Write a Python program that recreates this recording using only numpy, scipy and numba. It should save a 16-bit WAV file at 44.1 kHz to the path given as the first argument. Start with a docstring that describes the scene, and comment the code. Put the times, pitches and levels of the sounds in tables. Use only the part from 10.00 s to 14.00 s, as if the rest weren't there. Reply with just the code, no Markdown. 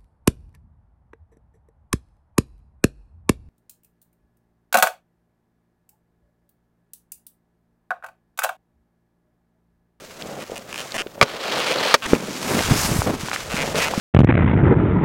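"""A snowboard hisses and rumbles over hard snow toward a close listener, jumps onto a box rail,
scrapes along it, lands and skids away. Snow and rail are grainy friction; boots and bindings
creak in runs of tiny slips as the weight shifts. The knocks on the rail and the landing thud
overload the microphone, and wind buffets it as the rider passes. Open night air, no room."""
import sys
import numpy as np
from scipy import signal
from scipy.fft import rfft, irfft
from scipy.io import wavfile
from numba import njit

SR = 44100
rng = np.random.default_rng(int(sys.argv[2]) if len(sys.argv) > 2 else 0)


def output_pcm(signal):
    """Save a mono or channel-first signal as 16-bit PCM at the path in sys.argv[1].

    Samples are clipped to [-1, 1] before scaling.
    """
    pcm = np.clip(np.atleast_2d(signal).T, -1, 1) * 32767
    wavfile.write(sys.argv[1], SR, np.round(pcm).astype(np.int16))


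N = 176400
T = np.arange(N) / SR
SHORT = T[:8192]  # time axis of one hit


def from_db(db):
    """Decibels to gain."""
    return 10 ** (np.asarray(db) / 20)


def rms_one(x):
    """Scale to unit power."""
    return x / np.sqrt(np.mean(x ** 2) + 1e-20)


def peak_at(x, db):
    """Scale to a peak level."""
    return from_db(db) * x / np.abs(x).max()


def level(rows, column=1, fade_s=0.0064):
    """Fader ride along a dB curve, dying away beyond its ends."""
    rows = np.array(rows)
    outside_s = np.maximum(0, np.maximum(rows[0, 0] - T, T - rows[-1, 0]))
    return from_db(np.interp(T, rows[:, 0], rows[:, column])) * np.exp(-outside_s / fade_s)


def add(out, start_s, sound):
    """Mix a sound in at a time."""
    i = int(np.clip(start_s * SR, 0, N - 1))
    out[i:i + len(sound)] += sound[:N - i]


def drift(hz):
    """Slow random wander of about unit spread."""
    hop, warm_up = 40, 2000
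    r = np.exp(-2 * np.pi * hz * hop / SR)
    noise = rng.standard_normal(N // hop + warm_up + 2)
    slow = signal.lfilter([1], [1, -2 * r, r * r], noise)[warm_up:]
    return np.interp(np.arange(N) / hop, np.arange(len(slow)), rms_one(slow))


def colour(x, points):
    """Minimum-phase EQ through (Hz, dB) points, rolling off beyond them; unit power."""
    hz, db = np.transpose(points)
    f = np.maximum(np.arange(N // 2 + 1) * SR / N, 1)
    gain = from_db(np.interp(np.log(f), np.log(hz), db))
    gain /= np.hypot(1, (hz[0] / 2 / f) ** 2) * np.hypot(1, (f / hz[-1] / 2) ** 2)
    cepstrum = irfft(np.log(gain), N)
    cepstrum[N // 2:] = 0  # no ringing ahead of an attack
    return rms_one(irfft(rfft(x) * np.exp(2 * rfft(cepstrum)), N))


def lowpass(x, hz):
    """Soften above a frequency."""
    return signal.sosfilt(signal.butter(2, hz, fs=SR, output="sos"), x + 1e-18)


def resonate(x, hz, width_hz):
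    """Two-pole resonance, gain 1 at its peak."""
    r = np.exp(-np.pi * width_hz / SR)
    feedback = [1, -2 * r * np.cos(2 * np.pi * hz / SR), r * r]
    return signal.lfilter(np.array([1, 0, -1]) * (1 - r * r) / 2, feedback, x + 1e-18)


@njit
def sweep(x, hz, width_hz):
    """Resonance whose centre follows a curve."""
    r = np.exp(-np.pi * width_hz / SR)
    state, out = 0j, np.zeros(len(x))
    for i in range(len(x)):
        state = x[i] + r * np.exp(2j * np.pi * hz[i] / SR) * state
        out[i] = 2 * (1 - r) * state.real
    return out


def wavering_ring(x, resonances_hz, width_hz, detune=0.035, swell_db=4):
    """Resonances that each swell, fade and shift as the contact point travels; unit power."""
    out = np.zeros(N)
    for hz in resonances_hz:
        centre_hz = hz * np.exp(detune * drift(hz=5))
        out += sweep(x, centre_hz, width_hz) * from_db(swell_db * drift(hz=6.5))
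    return rms_one(out)


def friction(eq, grains_per_s, spread_db, grit, flutter_db, flutter_hz):
    """Grains on smooth hiss, fluttering with contact pressure; grit is the grains' share of power."""
    sizes = from_db(spread_db * np.minimum(rng.exponential(1, N), 4)) * rng.choice([-1, 1], N)
    grains = rms_one(sizes * (rng.random(N) < grains_per_s / SR))
    force = np.sqrt(grit) * grains + np.sqrt(1 - grit) * rng.standard_normal(N)
    return colour(force * from_db(flutter_db * drift(flutter_hz)), eq)


# Tone of the night air. Each row: frequency in Hz, relative level in dB.
AIR_EQ = [(25, -4.5), (500, -8), (1500, -24.5), (5000, -40), (16000, -20)]
# Swell of wind on the microphone. Each row: time in seconds, level in dB.
WIND_LEVELS = [(2.4, -47), (2.62, -35), (2.7, -26.5), (2.82, -28.5), (2.94, -29.5), (3.12, -34),
               (3.33, -50), (3.45, -39), (4, -41.5)]


def air():
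    """A faint outdoor bed, and low buffeting as the rider passes."""
    gust_eq = [(25, -5), (50, 0), (95, 4.5), (150, -3.5), (260, -13)]
    gusts = colour(rng.standard_normal(N), gust_eq)
    bed = colour(rng.standard_normal(N), AIR_EQ)
    return from_db(-52) * bed + gusts * level(WIND_LEVELS)


# Lone snaps of crust and bindings. Each row: start in seconds, peak in dB, resonance in Hz.
SNAP_HITS = [(0.223, -18.5, 2830), (0.58, -20, 7400), (0.921, -16, 3200), (1.07, -23.5, 1980),
             (2.135, -12.5, 1010), (2.151, -13.5, 1720), (2.592, -6, 1720), (3.019, -6.5, 770),
             (3.2852, -13, 1310), (3.3152, -9, 1140), (3.332, -10, 1440), (3.362, -8.5, 1350),
             (3.756, -13, 2610), (3.937, -9, 720)]


def snaps(tail_db=-10.5, tail_s=0.00093):
    """Dry cracks: a sudden release and a brief scatter through one broad resonance."""
    out = np.zeros(N)
    for start, db, hz in SNAP_HITS:
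        click = from_db(tail_db) * rng.standard_normal(len(SHORT)) * np.exp(-SHORT / tail_s)
        click[0] = 1
        snap = lowpass(resonate(click, hz, width_hz=hz), 2 * hz)
        add(out, start, peak_at(snap, db))
    return out


# Creaks of the bindings, and of the board on the rail during the slide. Each row: start in seconds, length in
# seconds, slips per second, level in dB, # main resonance in Hz, treble lift in dB.
CREAK_RUNS = [(0.402, 0.039, 218, -24, 2700, 7), (0.558, .02, 152, -19, 2970, 12),
              (.728, 0.04, 65, -14.5, 2820, 9), (0.779, 0.04, 119, -16, 2720, 6.5),
              (0.9435, 0.024, 220, -13.5, 2700, 15), (0.9812, .042, 213, -12, 2850, 10.5),
              (1.582, 0.0234, 156, -10.5, 3060, 8), (1.672, .062, 159, -12, 2900, 8),
              (2.023, 0.037, 230, -20, 2700, -7), (2.058, .009, 550, -12, 1860, 2),
              (3.502, 0.054, 121, -14.5, 2430, 0), (3.5675, 0.07, 137, -12, 2564, 2),
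              (3.756, 0.035, 310, -13, 2300, 5), (3.803, 0.054, 258, -13, 2362, -9),
              (3.857, .028, 152, -10, 2370, -1)]
# The honk of a slip. Each row: multiple of the main resonance, relative level in dB.
SLIP_PEAK_EQ = [(.76, -12), (.92, 4), (1.12, 5.5), (1.4, -4.5)]
# Its body, its top end and its dull tail. Each row: frequency in Hz, relative level in dB.
SLIP_BODY_EQ = [(500, -5), (1400, 0)]
SLIP_TREBLE_EQ = [(5500, -10), (7700, -13), (9400, -13.5), (11500, -22.5)]
SLIP_TAIL_EQ = [(600, -3.5), (2600, -5), (3700, -17), (12000, -40)]


def creaks(tail_db=-10, tail_s=0.0026, jitter=0.08, spread_db=1.3):
    """Bindings, and the board on the rail, stick and slip in nearly regular runs, each repeating one bright
    tick and its tail."""
    out = np.zeros(N)
    scatter = colour(rng.standard_normal(N), SLIP_TAIL_EQ)
    for row, (start, length, rate, db, hz, treble_db) in enumerate(CREAK_RUNS):
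        peak = [(multiple * hz, g) for multiple, g in SLIP_PEAK_EQ]
        treble = [(f, g + treble_db) for f, g in SLIP_TREBLE_EQ]
        tick = colour(signal.unit_impulse(N), sorted(SLIP_BODY_EQ + peak + treble))[:len(SHORT)]
        tail = np.roll(scatter, row * len(SHORT))[:len(SHORT)] * np.exp(-SHORT / tail_s)
        slip = peak_at(tick, 0) + from_db(tail_db) * tail
        for k in range(int(np.ceil(length * rate))):
            late, strength = rng.standard_normal(2)
            onset = start + (k + jitter * late * (k > 0)) / rate
            add(out, onset, -from_db(db + spread_db * strength) * slip)
    return out


# Dull board thuds; the loudest is the landing. Each row: start in seconds, peak in dB, pitch in Hz.
THUD_HITS = [(.368, -26, 600), (.498, -21.5, 515), (0.519, -18.5, 490), (0.963, -24.5, 397),
             (1.008, -22, 420), (1.064, -22, 396), (1.225, -13, 129), (1.948, -8, 590), (2.132, -3.5, 259),
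             (2.133, 2.5, 464), (2.143, -16, 274), (2.283, -19, 490), (2.711, -7.5, 121), (2.719, -6, 144),
             (2.759, -18.5, 255), (2.915, -12.5, 133), (2.961, -11.5, 169), (2.989, -10.5, 102),
             (3.137, -18, 330), (3.233, -21.5, 138), (3.541, -15.5, 196), (3.977, -9.5, 202.6)]


def thuds(attack_s=0.0015, ring_cycles=4.7):
    """Soft blows of the board, damped within a few cycles."""
    out = np.zeros(N)
    for start, db, hz in THUD_HITS:
        envelope = (1 - np.exp(-SHORT / attack_s)) * from_db(-60 * SHORT * hz / ring_cycles)
        add(out, start, peak_at(envelope * np.sin(2 * np.pi * hz * SHORT), db))
    return out


# Nose and board hit the rail, then the tail leaves it.
# Each row: start in seconds, ring gain in dB, contact cut-off in Hz, crack gain in dB.
RAIL_HITS = [(1.2131, 4, 3000, -9.5), (1.2225, -2, 1800, -25), (1.227, 0.5, 1490, -9.5),
             (1.9412, 0.5, 2850, -0.5)]
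# Ring of the board on the rail. Each row: pitch in Hz, relative level in dB, seconds to fall 60 dB.
BOARD_MODES = [(242, -23, 0.076), (425, -16, 0.067), (561, -13, 0.063), (700, -11.5, 0.028),
               (3310, -12, 0.035), (1195, -3.5, 0.021), (1447, -20, 0.057), (2344, 0.5, 0.013),
               (3490, -14, 0.022)]
# Tone of the crack. Each row: frequency in Hz, relative level in dB.
CRACK_EQ = [(200, -13.5), (900, 2), (2500, -5), (5000, -8), (8000, -18.5), (16000, -34)]


def knocks(crack_s=0.0057, spread_db=0.69, low_cut_hz=160):
    """Hard blows on the rail: a crack and the short ring of the loaded board."""
    rings, crack_envelope = np.zeros(N), np.zeros(N)
    for start, ring_db, contact_hz, crack_db in RAIL_HITS:
        strengths = from_db(rng.normal(0, spread_db, len(BOARD_MODES)))
        strengths *= rng.choice([-1, 1], len(BOARD_MODES))
        ring = sum(strength * from_db(db - 60 * SHORT / t60) * np.sin(2 * np.pi * hz * SHORT)
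                   for strength, (hz, db, t60) in zip(strengths, BOARD_MODES))
        add(rings, start, from_db(ring_db) * lowpass(ring, contact_hz))
        add(crack_envelope, start, from_db(crack_db) * np.exp(-SHORT / crack_s))
    cracks = crack_envelope * colour(rng.standard_normal(N), CRACK_EQ)
    return signal.sosfilt(signal.butter(2, low_cut_hz, "high", fs=SR, output="sos"), rings + cracks)


# The slide builds along the rail. Each row: time in seconds, scrape in dB, rumble in dB.
SLIDE_LEVELS = [(1.25, -40, -36), (1.31, -34, -30.5), (1.39, -36, -35.5), (1.445, -30.5, -30),
                (1.57, -27.5, -25), (1.62, -26.5, -34.5), (1.7, -24, -27), (1.755, -28.5, -26.5),
                (1.79, -27.5, -20.5), (1.87, -21.5, -29), (1.937, -20, -29)]
# The steel edge sings. Each row: time in seconds, level in dB.
SING_LEVELS = [(1.765, -55), (1.785, -23), (1.81, -60), (1.88, -44), (1.937, -38)]
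# Tone of the scrape and of the box under it. Each row: frequency in Hz, relative level in dB.
SCRAPE_EQ = [(500, -7.5), (1200, 2), (2000, 0), (3000, 0.5), (4400, -3), (6500, -12), (10000, -21),
             (16000, -27.5)]
RUMBLE_EQ = [(60, -31), (150, -5.5), (350, -2), (520, 4.5), (2000, -16.5)]
# Resonances of rail and board that the scraping keeps alive, in Hz.
RAIL_MODES_HZ = [500, 1140, 1310, 1880, 2600, 3160]


def rail_slide():
    """The base catches on the rough rail, the box rumbles, and the edge sings near the end."""
    scrape = friction(SCRAPE_EQ, grains_per_s=1300, spread_db=2.3, grit=0.7,
                      flutter_db=2.2, flutter_hz=45)
    rumble = friction(RUMBLE_EQ, grains_per_s=600, spread_db=0, grit=0.65,
                      flutter_db=2.2, flutter_hz=29.8)
    ring = from_db(-20) * wavering_ring(scrape + rumble, RAIL_MODES_HZ, width_hz=130)
    sing = rms_one(resonate(scrape, hz=4160, width_hz=270))
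    return ((scrape + ring) * level(SLIDE_LEVELS) + rumble * level(SLIDE_LEVELS, column=2)
            + sing * level(SING_LEVELS))


# The flat base glides on packed snow on the run-in and run-out; the loaded board churns deeper snow
# after landing and through the turn. Each row: time in seconds, level in dB.
GLIDE_LEVELS = [(0, -44.5), (.13, -49), (.23, -35), (.33, -32.5), (.42, -36), (.47, -49), (.52, -35),
                (.63, -45), (.8, -40), (1.02, -44), (1.1, -49), (1.2, -37), (1.3, -49), (3.42, -41.5),
                (3.62, -24), (3.73, -29.5), (3.785, -19), (3.83, -35), (3.91, -28.5), (4, -31.5)]
CHURN_LEVELS = [(2.02, -44), (2.1, -28), (2.15, -22.5), (2.19, -31.5), (2.38, -35.5), (2.52, -22.5),
                (2.59, -19), (2.65, -35.5), (2.72, -20), (2.8, -35), (2.93, -24.5), (3.02, -38),
                (3.07, -22), (3.145, -21.5), (3.17, -33.5), (3.4, -47)]
# Tone of the glide and of the darker churn. 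Each row: frequency in Hz, relative level in dB.
GLIDE_EQ = [(70, -16), (150, -3), (330, -6), (560, -0.5), (1200, -16), (6000, -36)]
CHURN_EQ = [(60, -19.5), (130, -1.5), (230, 2.5), (900, -9.5), (1400, -17.5), (6000, -34)]


def base_grind():
    """The low end of the ride: the base grinds over the crust and churns the snow."""
    texture = dict(grains_per_s=900, spread_db=2.5, grit=0.5, flutter_db=2.2, flutter_hz=59)
    glide = friction(GLIDE_EQ, **texture)
    churn = friction(CHURN_EQ, **texture)
    return glide * level(GLIDE_LEVELS) + churn * level(CHURN_LEVELS)


# The carve after landing. Each row: time in seconds, level in dB, centre of the sweep in Hz.
CARVE_MOVES = [(2.38, -42.5, 1500), (2.52, -26.5, 2100), (2.63, -34, 2400), (2.675, -33, 3000),
               (2.81, -22.5, 6900), (2.85, -21, 4400), (2.88, -25, 11100), (2.9, -30, 6100),
               (2.98, -26.5, 8700), (3.06, -35, 5500)]
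# Tone of the thrown snow. Each row: frequency in Hz, relative level in dB.
CARVE_EQ = [(1000, 3.5), (3600, -6), (5000, -2), (11000, -6.5), (16000, -13.5)]


def carve():
    """The edge digs in and throws a bright fan of snow, with a resonance sweeping through it."""
    fan = friction(CARVE_EQ, grains_per_s=4700, spread_db=11, grit=0.34, flutter_db=0.4, flutter_hz=35)
    times, _, hz = np.transpose(CARVE_MOVES)
    ring = from_db(-9) * rms_one(sweep(fan, np.interp(T, times, hz), width_hz=920))
    return rms_one(fan + ring) * level(CARVE_MOVES)


# Snow hiss under the board, ducked in the air and on the rail. Each row: time in seconds, level in dB.
SPRAY_LEVELS = [(0, -46.5), (.3, -41), (.66, -46), (.8, -37.5), (1.01, -41), (1.04, -51.5), (1.98, -46),
                (2.11, -28.5), (2.18, -34.5), (2.4, -33.5), (2.6, -23.5), (3.0, -35.5), (3.23, -35.5),
                (3.34, -27), (3.44, -35), (3.67, -30.5), (3.74, -36), (3.78, -22.5), (3.91, -33.5),
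                (4, -30.5)]
# Tone of the hiss. Each row: frequency in Hz, relative level in dB.
SPRAY_EQ = [(600, -2.5), (1300, 8), (1800, 4), (2300, 4.5), (3700, 1.5), (6500, 1.5), (12000, -8.5),
            (16000, -13.5)]


def snow_spray():
    """Crystals hiss and spray from the board, coloured by broad resonances of the edge in the snow."""
    hiss = friction(SPRAY_EQ, grains_per_s=2500, spread_db=7, grit=0.3, flutter_db=2.2, flutter_hz=40)
    ring = from_db(-5) * wavering_ring(hiss, np.geomspace(1480, 7070, 6), width_hz=1700)
    return rms_one(hiss + ring) * level(SPRAY_LEVELS)


def scene():
    """The whole ride, in mono."""
    snow = snow_spray() + carve() + base_grind()
    return (snow + rail_slide() + creaks() + snaps() + thuds() + knocks() + air())[None]


def record(dry):
    """The loudest blows clip, then a steep filter cuts the top above 16 kHz."""
    high_cut = signal.ellip(10, 0.1, 80, 16000, fs=SR, output="sos")
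    return signal.sosfilt(high_cut, np.clip(dry, -1, 1))


dry = scene()
out = record(dry)
output_pcm(out)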